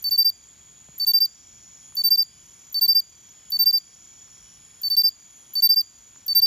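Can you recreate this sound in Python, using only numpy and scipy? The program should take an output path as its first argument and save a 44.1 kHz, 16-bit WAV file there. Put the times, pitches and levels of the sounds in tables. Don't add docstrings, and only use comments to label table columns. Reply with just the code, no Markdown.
import sys
import numpy as np
from scipy import signal
from scipy.fft import rfft, irfft
from scipy.io import wavfile
from scipy.ndimage import uniform_filter1d

SR = 44100
rng = np.random.default_rng(int(sys.argv[2]) if len(sys.argv) > 2 else 0)


def voltage_ratio(decibels):
    exponent = np.asarray(decibels, float) / 20
    return 10 ** exponent


def unload_audio(sound):
    columns = np.transpose(np.atleast_2d(sound))
    steps = np.round(np.clip(columns, -1, 1) * 32767)
    wavfile.write(sys.argv[1], SR, steps.astype(np.int16))


N = 284886

# f/Hz, both ports alike/(dB per Hz), ports opposed/(dB per Hz)
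NIGHT_AIR = [(20, -110, -125), (54, -85.5, -100), (123, -87, -101), (260, -92.5, -103), (517, -100.5, -100),
             (1050, -99, -100), (2200, -99, -114), (4400, -99, -114), (6730, -99, -104), (7130, -112, -100),
             (9300, -116, -94), (11700, -108, -108), (13500, -110, -122), (16000, -128, -140)]
# centre f/Hz, width/Hz, level/dB, flicker/dB, left lead/rad
FAR_CHORUS = [(3300, 140, -68, 2, 0.82), (4950, 370, -78, 2, 1.7), (6857, 243, -52.5, 0.5, -0.95),
              (7124, 150, -61.5, 4, -1.1), (9800, 500, -72.5, 2.5, 1.9)]
FAR_SINGERS = {"low": (2326, 82.5, -69.5, 1.3), "caller": (3015.5, 104.5, -67.5, .5),
               "trill a": (5790.5, 189, -57, -1.53), "trill b": (5958.5, 59.5, -57.5, -1.4),
               "hiss": (5196.5, 349, -66, 1.3), "buzz": (10144.5, 504.5, -60, 2)}
SINGER_PHRASES = {"low": [(-.06 + .289 * k, .17 + .289 * k) for k in range(23)], "caller": [(.03, .2),
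                  (1.08, 1.28), (2.32, 2.52), (3.38, 3.56), (4.43, 4.64), (5.5, 5.72)],
                  "trill a": [(1.2, 1.88), (3.75, 4.58), (6.15, 6.5)], "hiss": [(1.3, 1.9), (2.3, 2.7),
                  (3.25, 3.5), (3.85, 4.85)], "trill b": [(-.1, .48), (2.36, 3.33), (5.17, 6.1)],
                  "buzz": [(-.1, .3), (1.8, 2.62), (3.45, 4.02), (4.3, 4.97), (5.3, 5.88)]}
SINGER_PULSES = {"low": (36, .8), "caller": (65, .7), "trill a": (35.5, .88), "trill b": (37.3, .7),
                 "hiss": (90, .9), "buzz": (121, .6)}
SWAY_DB = 1.3

# t/s, peak level/dB, f/Hz
LEAF_KNOCKS = [
    (.887, -43.5, 710),
    (.891, -43, 191),
    (1.924, -43, 1410),
    (3.594, -45.5, 421),
    (3.66, -43, 127.5),
    (4.28, -46.5, 1520),
    (6.16, -41, 1550),
]

# first return t/s, fading time/s
BUSH_SLAP_S = (.028, .012)
BUSH_SLAP_DB = -33.5
GRASS_T60_S, GRASS_DB, GRASS_GAP_S = 0.69, -40.5, 0.041

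# start t/s, stroke to stroke/ms, effort/(-1 to 1), last stroke level over its habit/dB
CHIRP_TIMES = [
    (0.0409, 67.8, -0.6, 0.6),
    (0.9974, 68.3, -0.066, 0.8),
    (1.968, 68.4, 0.0002, 0.1),
    (2.7428, 67.8, 0.13, 1.8),
    (3.5191, 69.1, 0.13, 0.1),
    (4.8323, 67.25, -0.76, 1.1),
    (5.5525, 68.5, 0.85, 0.6),
    (6.2803, 68.6, .7, 0.1),
]
# length/s, peak level/dB, early f/Hz, late f/Hz, gain at full effort/Hz
WING_STROKES = [
    (.053, -18.5, 4594, 4578, 16),
    (.0555, -13, 4656, 4636, 46),
    (.057, -9, 4724, 4748, 10),
    (.061, -10.5, 4735, 4767, 2.5),
]
STROKE_SWELL = [(0.63, 0.5, 1), (0.24, 0.34, .55), (0.2, 0.29, 0.33), (0.13, 0.33, 0.25)]
# starting bend/Hz, sag/Hz, fall begins/(share of length), fall/Hz, scraper catch/dB
STROKE_HABIT = [(40, -20, 0.9, -170, -34), (-25, -3, 0.82, -230, -33), (-50, 4, 0.76, -260, -29),
                (-60, 3, 0.62, -270, -33)]
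OVERTONE_PITCH_HZ = (4400, 4550, 4590, 4625, 4672, 4722, 4756, 4790)
# second overtone/dB, third overtone/dB
WING_OVERTONES = [(-22.5, -4), (-21.5, -11), (-20.5, -24.5), (-19.5, -5), (-29, -2), (-31.5, -6.5),
                  (-22.5, -16.5), (-21, -18.5)]
PORT_LEAD = (0.66, 2.59, .03, 0.63)
# about t/s, flutter level/dB, flutter f/Hz
CELL_FLUTTERS = [(0.11, -32, 294), (1.0, -35, 400), (1.97, -29, 192.5), (2.1, -27, 146.5),
                 (2.17, -17.5, 109), (2.88, -19.5, 134.1), (2.95, -26, 125), (4.9, -30, 282),
                 (4.97, -27, 156), (5.03, -21, 239), (5.62, -23.5, 224), (5.69, -24.5, 140),
                 (5.76, -19.5, 113.6)]
CALM_DB, CALM_HZ = -33.5, 110
EFFORT_DB_PER_HZ = 0.07
GRIP_S, LET_GO_S, FADE_POWER = 0.0024, 0.0035, 1.37
CLIMB = 0.45
RASP_DB, RASP_S = -50, 0.07
SCRATCH_DB = -36
THIRD_FADE_S = 0.0087
SCRAPE_LEAD_S, SCRAPE_DB, SCRAPE_HZ = 0.019, -29.5, 13520

BEND = 0.012
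TOP_HZ = 15800
DUCK_S, DUCK_TOP_DB, DUCK_POWER = 0.072, -16.5, 0.61


def curve(table, at):
    first, *rest = np.transpose(table)
    return [np.interp(at, first, column) for column in rest]


def band(hz, width):
    f = np.fft.fftfreq(N, 1 / SR)
    resonance = (f > 0) / (1 + (2 * (f - hz) / width) ** 2)
    z = np.fft.ifft(np.fft.fft(rng.standard_normal(N)) * resonance)
    return z * np.sqrt(2 / np.mean(np.abs(z) ** 2))


def walk(rate):
    hold = int(SR / rate)
    steps = np.repeat(rng.standard_normal(N // hold + 1), hold)
    return 1.3 * uniform_filter1d(uniform_filter1d(steps, hold), hold)[:N]


def ports(z, lead):
    return np.real(z * np.exp(0.5j * lead * np.array([[1], [-1]])))


def add(out, x, s):
    i = int(s * SR)
    out[..., i:i + x.shape[-1]] += x[..., :N - i]


def air():
    f = np.fft.rfftfreq(N, 1 / SR)
    logged = [(np.log(hz), alike, opposed) for hz, alike, opposed in NIGHT_AIR]
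    mid, side = (irfft(rfft(rng.standard_normal(N)) * voltage_ratio(db) * np.sqrt(SR / 2), N)
                 for db in curve(logged, np.log(f + 1)))
    bass = signal.sosfilt(signal.butter(2, 300, fs=SR, output="sos"), mid)
    mid = mid + bass * (voltage_ratio(2.2 * walk(6)) - 1)
    return mid + side * np.array([[1], [-1]])


def chorus():
    out = 0
    for hz, width, db, flicker_db, lead in FAR_CHORUS:
        level = voltage_ratio(db + flicker_db * walk(130) + 0.9 * walk(2.5))
        out = out + ports(level * band(hz, width), lead)
    return out


def far_singers():
    out, t = 0, np.arange(N) / SR
    for name, (hz, width, db, lead) in FAR_SINGERS.items():
        rate, share = SINGER_PULSES[name]
        singing = sum((t > start) & (t < end) for start, end in SINGER_PHRASES[name]) * 1.0
        singing = uniform_filter1d(singing, size=1800)
        cycle = np.cumsum(rate * (1 + 0.02 * walk(4)) / SR) % 1 / share
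        pulse = 0.15 + 1.3 * np.abs(np.sin(np.pi * np.minimum(cycle, 1))) ** 0.7
        voice = band(hz, width)
        voice /= np.sqrt(np.abs(voice))
        out = out + ports(voltage_ratio(db + SWAY_DB * walk(3.03)) * singing * pulse * voice, lead)
        if name == "trill b":
            out = out + ports(voltage_ratio(db - 16) * singing * pulse * voice ** 2, 0.3)
    return out


def knocks():
    out = np.zeros(N)
    for s, db, hz in LEAF_KNOCKS:
        turns = np.arange(int(6 * SR / hz)) * hz / SR
        add(out, voltage_ratio(db) * np.sin(2 * np.pi * turns ** 0.8) * np.exp(-turns / 1.12), s)
    return out


def grass(x):
    t = np.arange(int(0.6 * SR)) / SR
    first_s, fade_s = BUSH_SLAP_S
    slap = (t > first_s) * np.exp((first_s - t) / fade_s)
    slap = slap * voltage_ratio(BUSH_SLAP_DB) / np.sqrt(SR * fade_s / 2)
    fade = np.exp(-np.log(1000) * t / GRASS_T60_S) * (t > GRASS_GAP_S)
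    meadow = voltage_ratio(GRASS_DB) * fade / np.sqrt(np.sum(fade ** 2))
    mid, side = rng.standard_normal((2, len(t))) * (slap + meadow)
    tail = mid + 0.35 * side * np.array([[1], [-1]])
    tail = signal.sosfilt(signal.butter(2, 8000, fs=SR, output="sos"), tail)
    return signal.fftconvolve(x, tail, axes=1)[:, :N]


def strokes():
    for start, step_ms, effort, last_db in CHIRP_TIMES:
        for place, (length, db, early_hz, late_hz, gain_hz) in enumerate(WING_STROKES):
            s = start + place * step_ms / 1000
            lift = effort * gain_hz
            shakes = [row[1:] for row in CELL_FLUTTERS if abs(row[0] - s) < 0.033]
            flutter_db, flutter_hz = (shakes + [(CALM_DB, CALM_HZ)])[0]
            db = db + EFFORT_DB_PER_HZ * lift + last_db * (place == len(WING_STROKES) - 1)
            if s * SR < N:
                yield place, s, length, db, early_hz + lift, late_hz + lift, flutter_db, flutter_hz


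def swell(place, t, length):
    first, crest, last = STROKE_SWELL[place]
    u = t / length
    rise = first + (1 - first) * np.sin(np.pi / 2 * np.minimum(u / crest, 1))
    fade = 1 - (1 - last) * np.clip((u - crest) / (1 - crest), 0, 1) ** FADE_POWER
    return rise * fade * np.clip(t / GRIP_S, 0, 1) * np.clip((length - t) / LET_GO_S, 0, 1)


def tooth_rate(place, t, length, early_hz, late_hz):
    bend, sag, begin, fall, _ = STROKE_HABIT[place]
    u = t / length
    hz = early_hz + (late_hz - early_hz) * np.minimum((u - 0.2) / CLIMB, 1.15)
    hz += bend * np.exp(-t / 0.0046)
    hz += sag * np.sin(np.pi * np.minimum(u / 0.75, 1)) ** 2
    return hz + fall * np.clip((u - begin) / (1 - begin), 0, 1) ** 2.2


def wing_lock(rasp):
    out = np.zeros((2, N))
    t = np.arange(int(0.013 * SR)) / SR
    for s in np.array(CHIRP_TIMES)[:, 0] - SCRAPE_LEAD_S:
        hz = SCRAPE_HZ - 900 * np.cos(2 * np.pi * t / 0.0056)
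        warble = np.exp(2j * np.pi * np.cumsum(hz) / SR)
        rough = 0.076 * rasp[int(s * SR):int(s * SR) + len(t)]
        level = voltage_ratio(SCRAPE_DB + 1.1 * rng.standard_normal()) * np.abs(np.sin(np.pi * t / t[-1]))
        add(out, ports(level * (warble + rough), PORT_LEAD[2]), s)
    return out


def cricket():
    out = np.zeros((2, N))
    tone_lead, second_lead, third_lead, scrape_lead = PORT_LEAD
    rasp = band(13270, 2400) * voltage_ratio(4.6 * walk(400))
    tick, slip = band(4740, 900), walk(300)
    cells = band(5230, 87) + 0.53 * band(5580, 60)
    rattle = band(380, 740)
    scratch = band(0.99, 1100)
    overtones = np.column_stack([OVERTONE_PITCH_HZ, WING_OVERTONES])
    chance = rng.random((len(CHIRP_TIMES) * len(WING_STROKES), 2))
    for stroke, (turn, when) in zip(strokes(), chance):
        place, s, length, db, early_hz, late_hz, flutter_db, flutter_hz = stroke
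        i = int(s * SR)
        t = np.arange(min(int((length + 0.017) * SR), N - i)) / SR
        now = slice(i, i + len(t))
        u = t / length
        size = voltage_ratio(db) * signal.lfilter([0.04], [1, -0.96], swell(place, t, length))
        hz = tooth_rate(place, t, length, early_hz, late_hz)
        hz += 4 * slip[now]
        phase = 2 * np.pi * (np.cumsum(hz) / SR + turn)

        beat_hz = flutter_hz * (1 + 0.23 * np.sin(5 * u + 6 * when))
        beat = np.cumsum(beat_hz) * 2 * np.pi / SR
        flutter = voltage_ratio(flutter_db + 10.5) * np.exp(-((u - 0.55) / 0.28) ** 2 + 1j * beat)
        shaking = flutter + 0.5 * flutter ** 2 + 0.1 * np.abs(flutter) * rattle[now]
        worn = voltage_ratio(SCRATCH_DB + 9.6 * turn) * np.exp(-t / 0.025) * scratch[now]
        tone = np.exp(1j * phase) * (1 + worn + shaking)
        tone = tone + voltage_ratio(-26.0) * size * (place > 1) * cells[now]

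        second_db, third_db = curve(overtones, uniform_filter1d(hz, size=130))
        second = size * voltage_ratio(second_db) * np.exp(2j * phase)
        third_fade = np.clip((length - t) / THIRD_FADE_S, 0, 1)
        third = size * voltage_ratio(third_db) * third_fade * np.exp(3j * phase)

        catch_db = STROKE_HABIT[place][-1] + 11 * (when - 0.5)
        catch_fade = np.exp(-t / 0.0025) + 0.12 * np.exp(-t / 0.02)
        catch = voltage_ratio(catch_db) * np.minimum(t / 0.0006, 1) * catch_fade
        hiss = voltage_ratio(RASP_DB) * np.exp(-t / RASP_S) * np.clip((t[-1] - t) / 0.0072, 0, 1)
        grit = (catch + hiss) * rasp[now]

        add(out, ports(size * tone + voltage_ratio(-1) * catch * tick[now], tone_lead), s)
        add(out, ports(second, second_lead), s)
        add(out, ports(third, third_lead), s)
        add(out, ports(grit, scrape_lead), s)
    return out + wing_lock(rasp)


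def scene():
    near = cricket()
    return air() + chorus() + far_singers() + knocks() + grass(near) + near


def low_pass(x):
    return signal.sosfilt(signal.butter(12, 16350, fs=SR, output="sos"), x)


def record(dry):
    low_band = signal.butter(2, [70, 3000], "band", fs=SR, output="sos")
    bent = dry + signal.sosfilt(low_band, BEND * dry ** 2)
    bent = signal.sosfilt(signal.butter(16, TOP_HZ, fs=SR, output="sos"), bent)
    keep = np.exp(-1 / (DUCK_S * SR))
    loud = np.abs(dry).mean(axis=0)
    for _ in range(2):
        loud = signal.lfilter([1 - keep], [1, -keep], loud)
    gain = (1 + loud / voltage_ratio(DUCK_TOP_DB)) ** -DUCK_POWER
    return low_pass(bent * gain)


dry = scene()
out = record(dry)
unload_audio(out)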